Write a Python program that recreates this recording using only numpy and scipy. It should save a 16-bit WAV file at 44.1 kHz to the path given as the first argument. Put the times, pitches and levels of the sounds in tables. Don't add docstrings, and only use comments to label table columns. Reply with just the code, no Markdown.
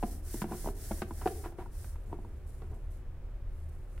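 import sys
import numpy as np
from scipy import signal
from scipy.io import wavfile

SR = 44100
rng = np.random.default_rng(int(sys.argv[2]) if len(sys.argv) > 2 else 0)


def unload_wav(signal):
    wavfile.write(
        sys.argv[1],
        SR,
        np.round(np.clip(np.atleast_2d(signal).T, -1, 1) * 32767).astype(np.int16),
    )


N = 176400

# (start [s], fastest [s], end [s], level [dB])
DUSTER_STROKES = [(-.09, .11, 0.22, -57.5), (.215, .375, 0.45, -51.5), (.4, .423, .44, -56),
                  (.44, .64, 0.74, -53), (.725, .89, 1.044, -52.5), (.94, 1.0, 1.054, -61),
                  (1.04, 1.29, 1.543, -56), (1.56, 1.61, 1.71, -70.5), (1.69, 1.83, 1.975, -60.5)]
# (start [s], fullest [s], end [s], level [dB])
FLUFF_BRUSHES = [(1.9, 2.03, 2.64, -75.5), (2.46, 2.475, 2.75, -71), (2.54, 2.6, 1.9, -96),
                 (2.695, 2.715, 2.73, -74), (2.735, 2.747, 2.78, -71), (2.76, 2.79, 2.94, -79),
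                 (2.9, 2.925, 3.03, -71), (3.46, 3.64, 3.69, -75.5), (3.683, 3.691, 3.705, -70),
                 (3.7, 3.735, 3.8, -75), (3.76, 3.8, 3.93, -79), (3.86, 3.98, 4.15, -73)]
# (frequency [Hz], relative density [dB])
HISS_SPECTRUM = [(1200, -13), (1800, -4), (2400, -15.5), (3400, -12.5), (4500, -8.5), (5600, -4.5),
                 (6900, -6), (8500, -2.5), (10000, -1), (12500, -5.5), (15500, -7)]
# (frequency [Hz], relative density [dB])
FLUFF_SPECTRUM = [(2500, -21), (4200, -10.5), (5500, -10), (7800, -4.5), (10200, -3.5), (12500, -6.5),
                  (15500, -15)]
# (time [s], level [dB], thump boost [dB], body boost [dB], treble boost [dB])
SLAT_KNOCKS = [(.0272, -31.5, -2, -3, -2.5), (.0342, -28, 5, 2, -6), (0.3418, -41, 7, 2, -20),
               (0.418, -40, 11, 2, 16), (.424, -49, 17, -7, -3), (.441, -40.5, 16, 7.5, 3),
               (.513, -46, 15, 3, -19), (0.52, -32.5, 3.5, -4.5, -16), (0.644, -43, 3, 8.5, -17),
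               (0.6594, -31.5, 0, -13, -12), (.673, -30, -3.5, -6, -9.5), (0.6866, -37, -2, -5, -3.5),
               (0.9099, -40.5, 15, 8.5, -9), (.9133, -36.5, 7, 10, 6), (1.0191, -33.5, 7, 1, 10),
               (1.1085, -39.5, 5.5, 2, -2.5), (1.258, -31.5, -4, 1, -3), (1.2607, -29.5, -4, 4.5, -14),
               (1.2632, -32, -4, 5, -4), (1.274, -31.5, -2, -12, 4.5), (1.459, -39, -10.5, 0, -5),
               (1.523, -46.5, -16, 3, -4), (1.5865, -50, 1, 13, -8), (1.66, -46.5, 0, -9.5, -8),
               (1.843, -46.5, -5, -23, 4.5), (1.957, -53, 3.5, -3, 6.5), (2.1282, -37.5, 1, 5, -11),
               (2.141, -52.5, 10, 13, 2), (2.187, -47.5, 8.5, -10, -11), (2.2479, -44, 1, 1.5, -11),
               (2.6195, -56, -2, 7, 11)]
# (start [s], strongest [s], end [s], level [dB], bass boost [dB], treble boost [dB])
EDGE_DRAGS = [(0.45, 0.544, 0.56, -48, 1, -1), (1.213, 1.203, 1.264, -45, -3, 1.5),
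              (1.432, 1.445, 1.505, -48, -2.5, 3.5), (1.58, 1.588, 1.664, -48, 2.5, -0.5),
              (1.84, 1.845, 1.65, -50, -11, 3), (2.043, 2.128, 2.2, -57.5, 7.5, -7),
              (2.613, 2.622, 2.71, -63.5, 11.5, 3), (2.684, 2.727, 2.8, -59.5, 9, -8),
              (3.978, 3.976, 3.986, -62, -7, 17)]
# (frequency [Hz], level [dB], t60 [s])
SLAT_MODES = [(158.2, -18.5, 0.18), (196.4, -10, 0.078), (233.7, -8.5, 0.091), (299.6, -15.5, 0.12),
              (357.5, -7, 0.092), (430, -5.5, 0.051), (669, -11.5, 0.077), (765, -3.5, 0.05),
              (966, -2, 0.029), (1139, -24, 0.09), (1430, -12, 0.028)]
# (frequency [Hz], relative density [dB])
CLACK_SPECTRUM = [(1000, 2.5), (1500, 3.5), (1900, -3.5), (2600, -5.5), (3300, -13), (4500, -15),
                  (7000, -26.5), (15000, -59)]
# (frequency [Hz], relative density [dB])
AIR_SPECTRUM = [(110, -7), (150, -19), (220, -10.5), (380, -13.5), (550, -13), (800, -20.5), (1400, -24.5),
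                (2200, -28.5), (3500, -36.5), (6000, -41), (15000, -44)]
# (centre [Hz], width [Hz], level [dB])
RUMBLE_BANDS = [(19.8, 11, -47), (36.6, 2.7, -43), (75.6, 7.9, -45.5), (112.7, 11.5, -57.5),
                (368.3, 9, -68.5)]
# (frequency [Hz], left-right likeness [0..1])
MIC_LIKENESS = [(140, 0.3), (350, 0.9), (700, 0.8), (1400, 0.97), (2500, .5), (4500, .05), (7000, 0),
                (9500, .5), (12000, 0.28), (15000, 0)]
# (frequency [Hz], left minus right [dB])
MIC_BALANCE = [(300, 1), (1500, 0.2), (3000, 0.5), (5600, 1), (8000, 2), (10000, -1), (12500, -2.5),
               (15000, -4.5)]

HISS_DB, KNOCK_DB, CHATTER_DB, CLACK_DB, SCUFF_DB = 1, 1.5, -4, -12, -9.5
THUMP_HZ, BODY_HZ, MIDDLE_HZ, TREBLE_HZ = 254, 370, 884, 1780
LN_1000 = np.log(1000)


def fibres(moves, spectrum, speed_power, flicks_per_s, flutter_db, flutter_hz=21.7):
    flutter = rms_one(filtered(rng.standard_normal(N), flutter_hz, "low"))
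    flicks = coloured(grains(flicks_per_s, (2, 2, N)), spectrum, low_hz=1095)
    return effort(moves, speed_power) * from_db(flutter_db * flutter) * flicks


def duster_hiss():
    hiss = fibres(DUSTER_STROKES, HISS_SPECTRUM, speed_power=1.06, flicks_per_s=7800, flutter_db=0.84)
    return from_db(HISS_DB) * hiss


def duster_rustle(stem_hz=335, echo=0.5):
    ticks = fibres(FLUFF_BRUSHES, FLUFF_SPECTRUM, speed_power=1.1, flicks_per_s=700, flutter_db=0.5)
    round_trip = np.zeros(int(SR / stem_hz) + 1)
    round_trip[0], round_trip[-1] = 1, -echo
    return np.sqrt(1 - echo ** 2) * signal.lfilter([1], round_trip, ticks + 1e-18)


def contact_db(hz, thump_db, body_db, treble_db):
    centres = np.log([THUMP_HZ, BODY_HZ, MIDDLE_HZ, TREBLE_HZ])
    return np.interp(np.log(hz), centres, [thump_db, body_db, 0, treble_db])


def slat_knocks(scatter_db=5, detune=0.041):
    out = np.zeros(N)
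    hz, mode_db, t60 = np.transpose(SLAT_MODES)
    polarity = (-1) ** (np.arange(len(hz)) // 2)
    t = np.arange(SR // 4)[:, None] / SR
    for time, db, thump, body, treble in SLAT_KNOCKS:
        scatter, mistuning = rng.standard_normal((2, len(hz)))
        levels_db = KNOCK_DB + db + mode_db + contact_db(hz, thump, body, treble) + scatter_db * scatter
        modes = np.sin(2 * np.pi * hz * (1 + detune * mistuning) * t) * np.exp(-LN_1000 * t / t60)
        knock = modes @ (polarity * from_db(levels_db))
        at = int(time * SR)
        out[at:at + len(t)] += knock[:N - at]
    return out


def slat_chatter(slips_per_s=460, shudder_db=-17):
    out = 0
    shudder = from_db(shudder_db) * effort(DUSTER_STROKES, power=1)
    for hz, mode_db, t60 in SLAT_MODES:
        drag = sum(from_db(db + contact_db(hz, bass, bass, treble)) * speed(start, peak, end) ** 2
                   for start, peak, end, db, bass, treble in EDGE_DRAGS)
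        slips = (shudder + drag) * grains(slips_per_s, N)
        out = out + from_db(CHATTER_DB + mode_db) * ring(slips, hz, t60)
    return out


def slat_clacks(t60=0.048):
    t = np.arange(N) / SR
    power = np.zeros(N)
    for time, db, _, _, treble in SLAT_KNOCKS:
        decay = (t >= time) * np.exp(-LN_1000 * np.clip(t - time, 0, 1) / t60)
        power += (from_db(CLACK_DB + db + treble) * decay) ** 2
    for start, peak, end, db, _, treble in EDGE_DRAGS:
        power += (from_db(SCUFF_DB + db + treble) * speed(start, peak, end) ** 2) ** 2
    return np.sqrt(power) * coloured(rng.standard_normal((2, 2, N)), CLACK_SPECTRUM, low_hz=1027)


def room_tail(direct, level_db=-9, bass_t60=0.66, treble_t60=0.34):
    t = np.arange(SR) / SR
    reflections = rng.standard_normal((2, SR)) * (1 - np.exp(-t / 0.0018))
    bass = filtered(stereo(reflections, likeness=0.95), 536, "low") * np.exp(-LN_1000 * t / bass_t60)
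    treble = filtered(stereo(reflections, likeness=0.3), 1180, "high") * np.exp(-LN_1000 * t / treble_t60)
    response = rms_one(bass + treble) / np.sqrt(SR)
    return from_db(level_db) * signal.fftconvolve(direct, response, axes=1)[:, :N]


def room_mode(direct):
    return from_db(-48.5) * ring(direct, hz=406.3, t60=0.9)


def room_tone(air_db=-61.5):
    out = from_db(air_db) * coloured(rng.standard_normal((2, 2, N)), AIR_SPECTRUM, low_hz=89)
    for hz, width, db in RUMBLE_BANDS:
        band = filtered(rng.standard_normal((2, N + SR)), [hz - width / 2, hz + width / 2], "band", order=1)
        band = filtered(band, 2 * hz, "low", order=4)[:, SR:]
        out = out + from_db(db) * rms_one(stereo(band, likeness=0.985))
    return out


def speed(start, fastest, end):
    phase = np.interp(np.arange(N) / SR, [start, fastest, end], [0, np.pi / 2, np.pi])
    return np.sin(phase).clip(0)


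def effort(moves, power):
    return sum(from_db(db) * speed(start, fastest, end) ** power for start, fastest, end, db in moves)


def grains(per_s, shape, spread_db=4):
    sizes = from_db(spread_db * np.minimum(rng.exponential(1, shape), 3))
    signs = rng.choice([-1, 1], shape)
    return rms_one(sizes * signs * (rng.random(shape) < per_s / SR))


def ring(force, hz, t60):
    radius, angle = np.exp(-LN_1000 / (t60 * SR)), 2 * np.pi * hz / SR
    feedback = [1, -2 * radius * np.cos(angle), radius ** 2]
    return signal.lfilter([0, np.sin(angle)], feedback, force + 1e-18) / np.sqrt(SR / 1000)


def coloured(sources, spectrum, low_hz):
    out = 0
    edges = np.geomspace(low_hz, 17000, int(4 * np.log2(17000 / low_hz)) + 2)
    for k, (low, high) in enumerate(zip(edges, edges[1:])):
        hz = np.sqrt(low * high)
        pair = filtered(sources[k % 2], [low, high], "band", order=3)
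        balance_db = at_hz(MIC_BALANCE, hz) * np.array([[.5], [-.5]])
        out = out + stereo(pair, at_hz(MIC_LIKENESS, hz)) * from_db(at_hz(spectrum, hz) + balance_db)
    return out / np.std(out.mean(0))


def stereo(pair, likeness):
    mid = np.sqrt((1 + likeness) / 2) * pair[0]
    side = np.sqrt((1 - likeness) / 2) * pair[1]
    return np.array([mid + side, mid - side])


def filtered(x, hz, kind, order=2):
    return signal.sosfilt(signal.butter(order, hz, kind, fs=SR, output="sos"), x + 1e-18)


def at_hz(curve, hz):
    frequencies, values = np.transpose(curve)
    return np.interp(np.log(hz), np.log(frequencies), values)


def from_db(db):
    return 10 ** (np.asarray(db) / 20)


def rms_one(x):
    return x / np.sqrt(np.mean(x ** 2) + 1e-20)


def scene():
    blind = slat_knocks() + slat_chatter() + slat_clacks()
    hiss = duster_hiss()
    rustle = duster_rustle()
    room = room_tail(blind + from_db(-0.5) * hiss) + room_mode(blind)
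    return hiss + rustle + blind + room + room_tone()


def record(dry):
    cutoff_hz = 15800
    return signal.sosfilt(signal.ellip(12, .1, 80, cutoff_hz, fs=SR, output="sos"), dry)


dry = scene()
out = record(dry)
unload_wav(out)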